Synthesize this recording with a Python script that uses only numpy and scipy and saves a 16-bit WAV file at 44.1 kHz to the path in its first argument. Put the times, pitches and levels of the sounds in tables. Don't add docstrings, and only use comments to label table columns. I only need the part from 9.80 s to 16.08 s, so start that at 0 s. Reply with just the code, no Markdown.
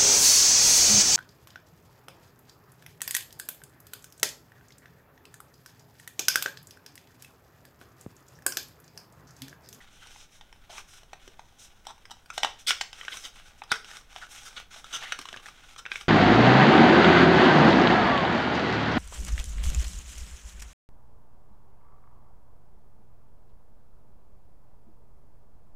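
import sys
import numpy as np
from scipy import signal
from scipy.fft import rfft, irfft
from scipy.io import wavfile
from scipy.ndimage import uniform_filter1d

SR = 44100
rng = np.random.default_rng(int(sys.argv[2]) if len(sys.argv) > 2 else 0)


def output_pcm(signal):
    pcm = np.clip(np.atleast_2d(signal).T, -1, 1) * 32767
    wavfile.write(sys.argv[1], SR, np.round(pcm).astype(np.int16))


N = 277031
TIME = np.arange(N) / SR
CONTACT_TIME = TIME[:4096]

# f/Hz, width/Hz, level/dB
PANEL_TONES = [(1590, 56, -0.5), (1860, 64, -3.5), (2116, 650, -2), (2612, 73, 0), (3045, 320, 7),
               (3096, 570, 7.5), (3313, 640, 5), (3980, 330, -4), (4170, 340, -8)]


def flaps():
    flap_snaps = [(0.2702, -56, 1620, -12, 2), (0.36, -53.5, 850, 0.5, -13),
                  (0.6105, -50.5, 830, -2.5, -9.5), (0.7265, -52.5, 910, -3.5, -5),
                  (0.9805, -41.5, 1150, -3.5, -4.5), (1.2322, -58, 690, 0.5, -2),
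                  (1.3318, -44.5, 790, 2.5, -6), (1.477, -51, 390, -1, -3), (1.5933, -50, 873, 6.5, -7),
                  (2.0524, -56.5, 770, -6, -4), (2.0683, -43.5, 866, 3.5, 0),
                  (2.254, -48.5, 1100, -7, -5.5), (2.299, -59.5, 850, 4.5, -6), (2.459, -61.5, 1490, 3, 0),
                  (2.5021, -41, 1410, 3.5, -5.5), (2.5784, -30, 750, -1.5, -2.5),
                  (2.6323, -22.5, 843, -4.5, -7.5), (2.6464, -26, 876, 2.5, -7),
                  (2.9065, -21.5, 1450, -2, -8), (3.0109, -28, 815, -7, -5.5),
                  (3.1296, -42.5, 810, -9.5, -5), (3.2118, -42, 1950, -1.5, -20),
                  (3.2497, -43.5, 1400, -6, -7), (3.2813, -36.5, 1570, 3.5, -14),
                  (3.3699, -41, 1390, -4, -1.5), (3.8187, -43, 880, 3.5, -24),
                  (3.8361, -52.5, 1220, 2, -0.5), (3.9165, -26, 1455, 5.5, -2),
                  (3.9226, -25.5, 1434, -0.5, -13), (3.9388, -40, 1480, -1, -18),
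                  (3.9577, -43, 1600, 3, -3.5), (4.045, -47.5, 1440, -4, -6), (4.1689, -46, 1310, -4, -1),
                  (4.3612, -42.5, 785, 1, -8.5), (4.9612, -52, 676, -1.5, -8), (5.2253, -47, 1760, 5, -10),
                  (5.3215, -29, 1436, 0, -6.5), (5.326, -52, 704, 5, 4), (5.3894, -41.5, 1140, 1, 0),
                  (5.4135, -47, 1570, -10, 1), (5.4545, -43, 1090, 1.5, -7),
                  (5.4874, -39.5, 1280, -4.5, -9), (5.528, -41.5, 657, -7, -8),
                  (5.5416, -48.5, 1660, 7, -19), (5.562, -50, 1180, 4, -3), (5.5711, -43, 1190, -6, -15),
                  (5.6583, -49.5, 1780, 5, -4), (5.6847, -50.5, 1220, 4.5, -2.5),
                  (5.9618, -51.5, 1270, 3.5, -5), (6.0539, -43, 2230, -3, -17),
                  (6.062, -38, 1520, 1, -15.5), (6.1169, -32, 2365, -1, -16),
                  (6.157, -35.5, 2250, -2.5, -10), (6.2102, -41.5, 1180, -5.5, -6.5)]
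    return snaps(flap_snaps)


def snaps(rows, lead_s=0.006, kick_s=0.00008, rise_s=0.00036, crack_s=0.0024, flutter_s=0.03):
    out = np.zeros(N)
    t = CONTACT_TIME - lead_s
    after = np.maximum(t, 0)
    strain = undb(-14) * np.exp(-np.abs(t) / 0.002)
    kick = 3.2 * np.exp(-0.5 * ((t - rise_s) / kick_s) ** 2)
    flutter = undb(-22) * np.exp(-after / flutter_s)
    crack = (1 - np.exp(-after / rise_s)) * (np.exp(-after / crack_s) + flutter)
    for start, db, *tone in rows:
        push = kick + (strain + crack) * rng.standard_normal(len(t))
        add(out, start - lead_s, box_ring(push, db, *tone, length_s=0.01))
    return out


def scrapes(fade_s=0.0047, slips_per_s=2200):
    tab_drags = [(0.893, 0.013, -53.5, 734, 6, -4.5), (0.921, 0.12, -57, 890, 1, -17),
                 (2.078, 0.033, -51.5, 884, 5.5, -2.5), (2.306, 0.0095, -44.5, 856, 1.5, -0.5),
                 (2.867, 0.031, -34, 1440, -4, 4.5), (2.877, 0.041, -30, 1430, -7.5, -3),
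                 (3.315, 0.017, -37.5, 1510, -12, -28), (3.438, 0.021, -39.5, 1390, -12, -5),
                 (4.414, 0.024, -55, 1450, 13, -3), (4.649, 0.029, -52.5, 1410, 2, 1.5),
                 (4.762, 0.017, -39, 1450, -3, -12), (5.125, 0.044, -35, 1400, -2.5, -4.5),
                 (5.976, 0.019, -47, 1390, 2, 0.5)]
    out = np.zeros(N)
    t = CONTACT_TIME
    for start, length, db, *tone in tab_drags:
        pressure = (1 - np.exp(-t / fade_s)) * np.exp(-np.maximum(t - length, 0) / fade_s)
        slips = fibre_clicks(len(t), slips_per_s, spread_db=1.2) + 0.5 * rng.standard_normal(len(t))
        add(out, start, box_ring(pressure * slips, db, *tone, length_s=length))
    return out


def box_ring(push, db, hollow_hz, hollow_db, edge_db, length_s, firm_db=-39.5):
    # f/Hz, width/Hz, level/dB
    edge_tones = [(4310, 870, -0.5), (4910, 1460, 1), (5560, 1040, 2.5), (6280, 250, -0.5),
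                  (6800, 2700, -6)]
    # f/Hz, width/Hz, level/dB
    fibre_tones = [(8460, 1250, 11.5), (9030, 300, 4), (9000, 160, 2.5), (10700, 5400, -23.5),
                   (11530, 940, -12.5), (13900, 1200, -44.5)]
    panel = band(ring_tones(push, PANEL_TONES), 1180, 4500)
    hollow = ring(push, hollow_hz, width_hz=140) + 0.19 * band(push, 657, 2030)
    hollow = ring(hollow, hollow_hz, width_hz=1200)
    thump = ring(push, 470, width_hz=135) + 0.21 * band(push, 113, 590)
    edge = band(ring_tones(push, edge_tones), 3660, 7160)
    fibre = band(ring_tones(push, fibre_tones), 4500, 20000)
    thump_db = -17.5 - 0.4 * (db - firm_db)
    fibre_db = -5 + 1.56 * edge_db
    sound = unit(panel)
    for part, part_db in (hollow, hollow_db), (thump, thump_db), (edge, edge_db), (fibre, fibre_db):
        sound = sound + undb(part_db) * unit(part)
    return undb(db) * sound * np.sqrt(length_s * SR / len(push))


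def sliding_fingers(card_gain, hiss_gain, catches_per_s=160):
    # f/Hz, level/dB
    rustle_curve = [(150, -9), (450, -23.5), (750, -1.5), (1100, -5.5), (1480, 9.5), (1750, 0.5), (2300, 2),
                    (3200, 5), (3900, 1), (4600, -10), (7000, -9.5), (16000, -60)]
    # f/Hz, level/dB
    hiss_curve = [(1000, -27), (3000, -3), (3900, -2), (4600, -12.5), (5200, -0.5), (6100, 1), (7300, -5.5),
                  (8500, -4.5), (10300, -12), (11800, -15), (15500, -23.5)]
    grip_db = 2.5 * wander(110) + 1.7 * wander(28)
    catches = fibre_clicks(N, catches_per_s, spread_db=3)
    ticks = ring_tones(catches, PANEL_TONES) + 2.2 * ring(catches, 842, 103)
    ticks = unit(ticks + 1.65 * ring(catches, 1180, 220))
    rustle = unit(friction(rng.standard_normal(N), rustle_curve) + 0.54 * ticks)
    hiss = friction(rng.standard_normal(N) + 0.15 * catches, hiss_curve)
    lightness = hiss_gain ** 2 / (hiss_gain ** 2 + card_gain ** 2)
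    airy_hiss = unit(band(rng.standard_normal(N), 8200, 14500))
    hiss = hiss + undb(-16) * lightness * airy_hiss
    return card_gain * undb(grip_db) * rustle + hiss_gain * undb(grip_db / 2) * hiss


def stroke_gains(rest_card_db=-68, rest_hiss_db=-73.5, attack_share=0.25, swell_db=1.5, release_s=0.019):
    # t/s, length/s, card level/dB, hiss level/dB
    strokes = [(0, 0.026, -57, -62.5), (0.09, 0.17, -61, -62.5), (0.248, 0.19, -58.5, -57.5),
               (0.5, 0.082, -70, -61), (0.892, 0.1, -53.5, -52), (1.071, 0.11, -62.5, -55.5),
               (1.394, 0.095, -68, -65), (1.782, 0.067, -64, -52.5), (2.53, 0.032, -55, -51),
               (2.786, 0.026, -62.5, -55.5), (3.133, 0.18, -50.5, -56.5), (3.28, 0.19, -50.5, -48.5),
               (3.535, 0.061, -51.5, -56), (3.624, 0.065, -63, -62), (3.777, 0.018, -63, -62),
               (3.873, 0.045, -47, -61), (4.04, 0.15, -51, -53.5), (4.288, 0.18, -53, -59),
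               (4.484, 0.2, -52.5, -50.5), (4.694, 0.11, -53, -61), (4.902, 0.099, -53.5, -54.5),
               (5.032, 0.1, -48, -58), (5.14, 0.17, -45, -56.5), (5.335, 0.28, -56.5, -63.5),
               (5.613, 0.068, -50, -56.5), (5.706, 0.15, -59, -66), (5.845, 0.092, -54, -58),
               (6.097, 0.12, -52, -53.5)]
    card_power = np.full(N, undb(rest_card_db) ** 2)
    hiss_power = np.full(N, undb(rest_hiss_db) ** 2)
    t = TIME[:SR // 2]
    for start, length, card_db, hiss_db in strokes:
        attack = np.minimum(t / (attack_share * length), 1) ** 0.64
        swell = undb(swell_db * (np.minimum(t / length, 1) - 1))
        release = np.exp(-np.maximum(t - length, 0) / release_s)
        shape = attack * swell * release
        add(card_power, start, (undb(card_db) * shape) ** 2)
        add(hiss_power, start, (undb(hiss_db) * shape) ** 2)
    return np.sqrt(card_power), np.sqrt(hiss_power)


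def friction(noise, curve, drift_db=1.7, drifts_per_s=16):
    centres_hz = 375 * 2.0 ** np.arange(6)
    log_hz = np.log(np.maximum(np.fft.rfftfreq(N, 1 / SR), 1))
    spectrum = rfft(colour(noise, curve))
    out = np.zeros(N)
    for share in np.eye(len(centres_hz)):
        octave = irfft(spectrum * np.interp(log_hz, np.log(centres_hz), share), N)
        out += octave * undb(drift_db * wander(drifts_per_s))
    return unit(out)


def fibre_clicks(n, per_s, spread_db):
    when, size, sign = rng.random((3, n))
    strength = undb(spread_db * np.minimum(-np.log(1 - size), 4))
    return unit((when < per_s / SR) * np.sign(sign - 0.5) * strength)


def squeaks(width_hz=330):
    # t/s, length/s, f/Hz, level/dB
    squeals = [(0, 0.02, 1920, -54), (0.163, 0.14, 3050, -63), (2.864, 0.042, 3310, -30.5),
               (3.009, 0.01, 4300, -37.5), (3.01, 0.019, 7350, -44.5), (3.899, 0.033, 3820, -39),
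               (5.129, 0.037, 6200, -41.5), (5.211, 0.097, 1940, -49)]
    out = np.zeros(N)
    for start, length, hz, db in squeals:
        n = int(length * SR)
        slips = rng.standard_normal(SR)
        tone = ring(ring(slips, hz, width_hz), hz, 2 * width_hz)[:n]
        add(out, start, undb(db) * unit(tone * np.hanning(n) ** 0.5))
    return out


def light_taps(card_gain, taps_per_s=7, shut_hz=836, open_hz=1300, lid_opens_s=2.9):
    hollow_db, edge_db = 3, -3.5
    spacings, forces, pitches = rng.standard_normal((96, 3)).T
    gaps = np.exp(spacings / 2)
    starts = np.cumsum(gaps / gaps.mean()) / taps_per_s
    taps = []
    for start, force, pitch in zip(starts, forces, pitches):
        if start < TIME[-1]:
            rubbing_db = 20 * np.log10(card_gain[int(start * SR)])
            db = rubbing_db - 4.5 + 3.5 * force
            hz = (shut_hz if start < lid_opens_s else open_hz) * np.exp(0.14 * pitch)
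            taps.append((start, db, hz, hollow_db, edge_db))
    return snaps(taps)


def palm_bumps(decay_s=0.0061, bulk_hz=340):
    # t/s, level/dB
    landings = [(2.64, -48.5), (3.917, -39), (5.3914, -50), (5.53, -55), (5.562, -51)]
    out = np.zeros(N)
    t = CONTACT_TIME
    for start, db in landings:
        thud = band(np.exp(-t / decay_s) * rng.standard_normal(len(t)), 65, 520)
        thud = thud + 1.5 * ring(thud, bulk_hz, width_hz=240)
        add(out, start, undb(db) * unit(thud) * np.sqrt(2 * decay_s * SR / len(t)))
    return out


def room(sound, build_s=0.0029, fade_60_db_s=0.31, tail_db=-10):
    # delay/s, level/dB
    echoes = [(.0075, -17.5), (0.015, -33), (.025, -22), (.04, -32)]
    # f/Hz, level/dB
    tail_curve = [(100, -9), (450, 12.5), (850, 4), (1500, 5.5), (3600, 6), (6000, 8.5), (9000, 3.5),
                  (16000, 6.5)]
    t = TIME[:SR]
    tail = colour(rng.standard_normal(len(t)), tail_curve)
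    tail *= undb(-60 * t / fade_60_db_s) * (1 - np.exp(-t / build_s))
    response = undb(tail_db) * tail / np.sqrt(np.sum(tail ** 2))
    response[0] += 1
    for delay, db in echoes:
        response[int(delay * SR)] += undb(db)
    return signal.fftconvolve(sound, response)[:N]


def room_air(level_db=-56.5):
    # f/Hz, level/dB
    air_curve = [(20, 0.5), (50, -9), (100, -15), (200, -20), (400, -25), (800, -26), (2000, -34),
                 (5000, -61), (10000, -43.5), (16000, -45)]
    return undb(level_db) * unit(colour(rng.standard_normal(N), air_curve))


def ring_tones(push, tones, detune=0.018, scatter_db=2.2):
    out = np.zeros(len(push))
    for k, (hz, width_hz, db) in enumerate(tones):
        pitch, strength = rng.standard_normal(2)
        tone = ring(push, hz * (1 + detune * pitch), width_hz)
        out += (-1) ** k * undb(db + scatter_db * strength) * tone
    return out


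def ring(x, hz, width_hz):
    return signal.lfilter(*signal.iirpeak(min(hz, SR / 2 - 1), hz / width_hz, fs=SR), x)


def band(x, low_hz, high_hz):
    return signal.sosfilt(signal.butter(2, [low_hz, high_hz], "band", fs=SR, output="sos"), x)


def colour(x, curve):
    hz, db = np.transpose(curve)
    log_hz = np.log(np.maximum(np.fft.rfftfreq(len(x), 1 / SR), 1))
    return irfft(rfft(x) * undb(np.interp(log_hz, np.log(hz), db)), len(x))


def wander(steps_per_s):
    hold = int(SR / steps_per_s)
    steps = np.repeat(rng.standard_normal(N // hold + 1), hold)
    return unit(uniform_filter1d(uniform_filter1d(steps, hold), hold)[:N])


def undb(db):
    return 10 ** (np.asarray(db) / 20)


def unit(x):
    return x / np.sqrt(np.mean(x ** 2))


def add(out, start_s, sound):
    i = max(int(start_s * SR), 0)
    out[i:i + len(sound)] += sound[:max(N - i, 0)]


def scene():
    air = room_air()
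    card_gain, hiss_gain = stroke_gains()
    box = flaps() + scrapes() + palm_bumps() + squeaks()
    fingers = sliding_fingers(card_gain, hiss_gain) + light_taps(card_gain)
    return (room(box + fingers) + air)[None]


def record(dry):
    top_hz = 15750
    return signal.sosfilt(signal.ellip(10, 0.2, 70, top_hz, fs=SR, output="sos"), dry)


dry = scene()
out = record(dry)
output_pcm(out)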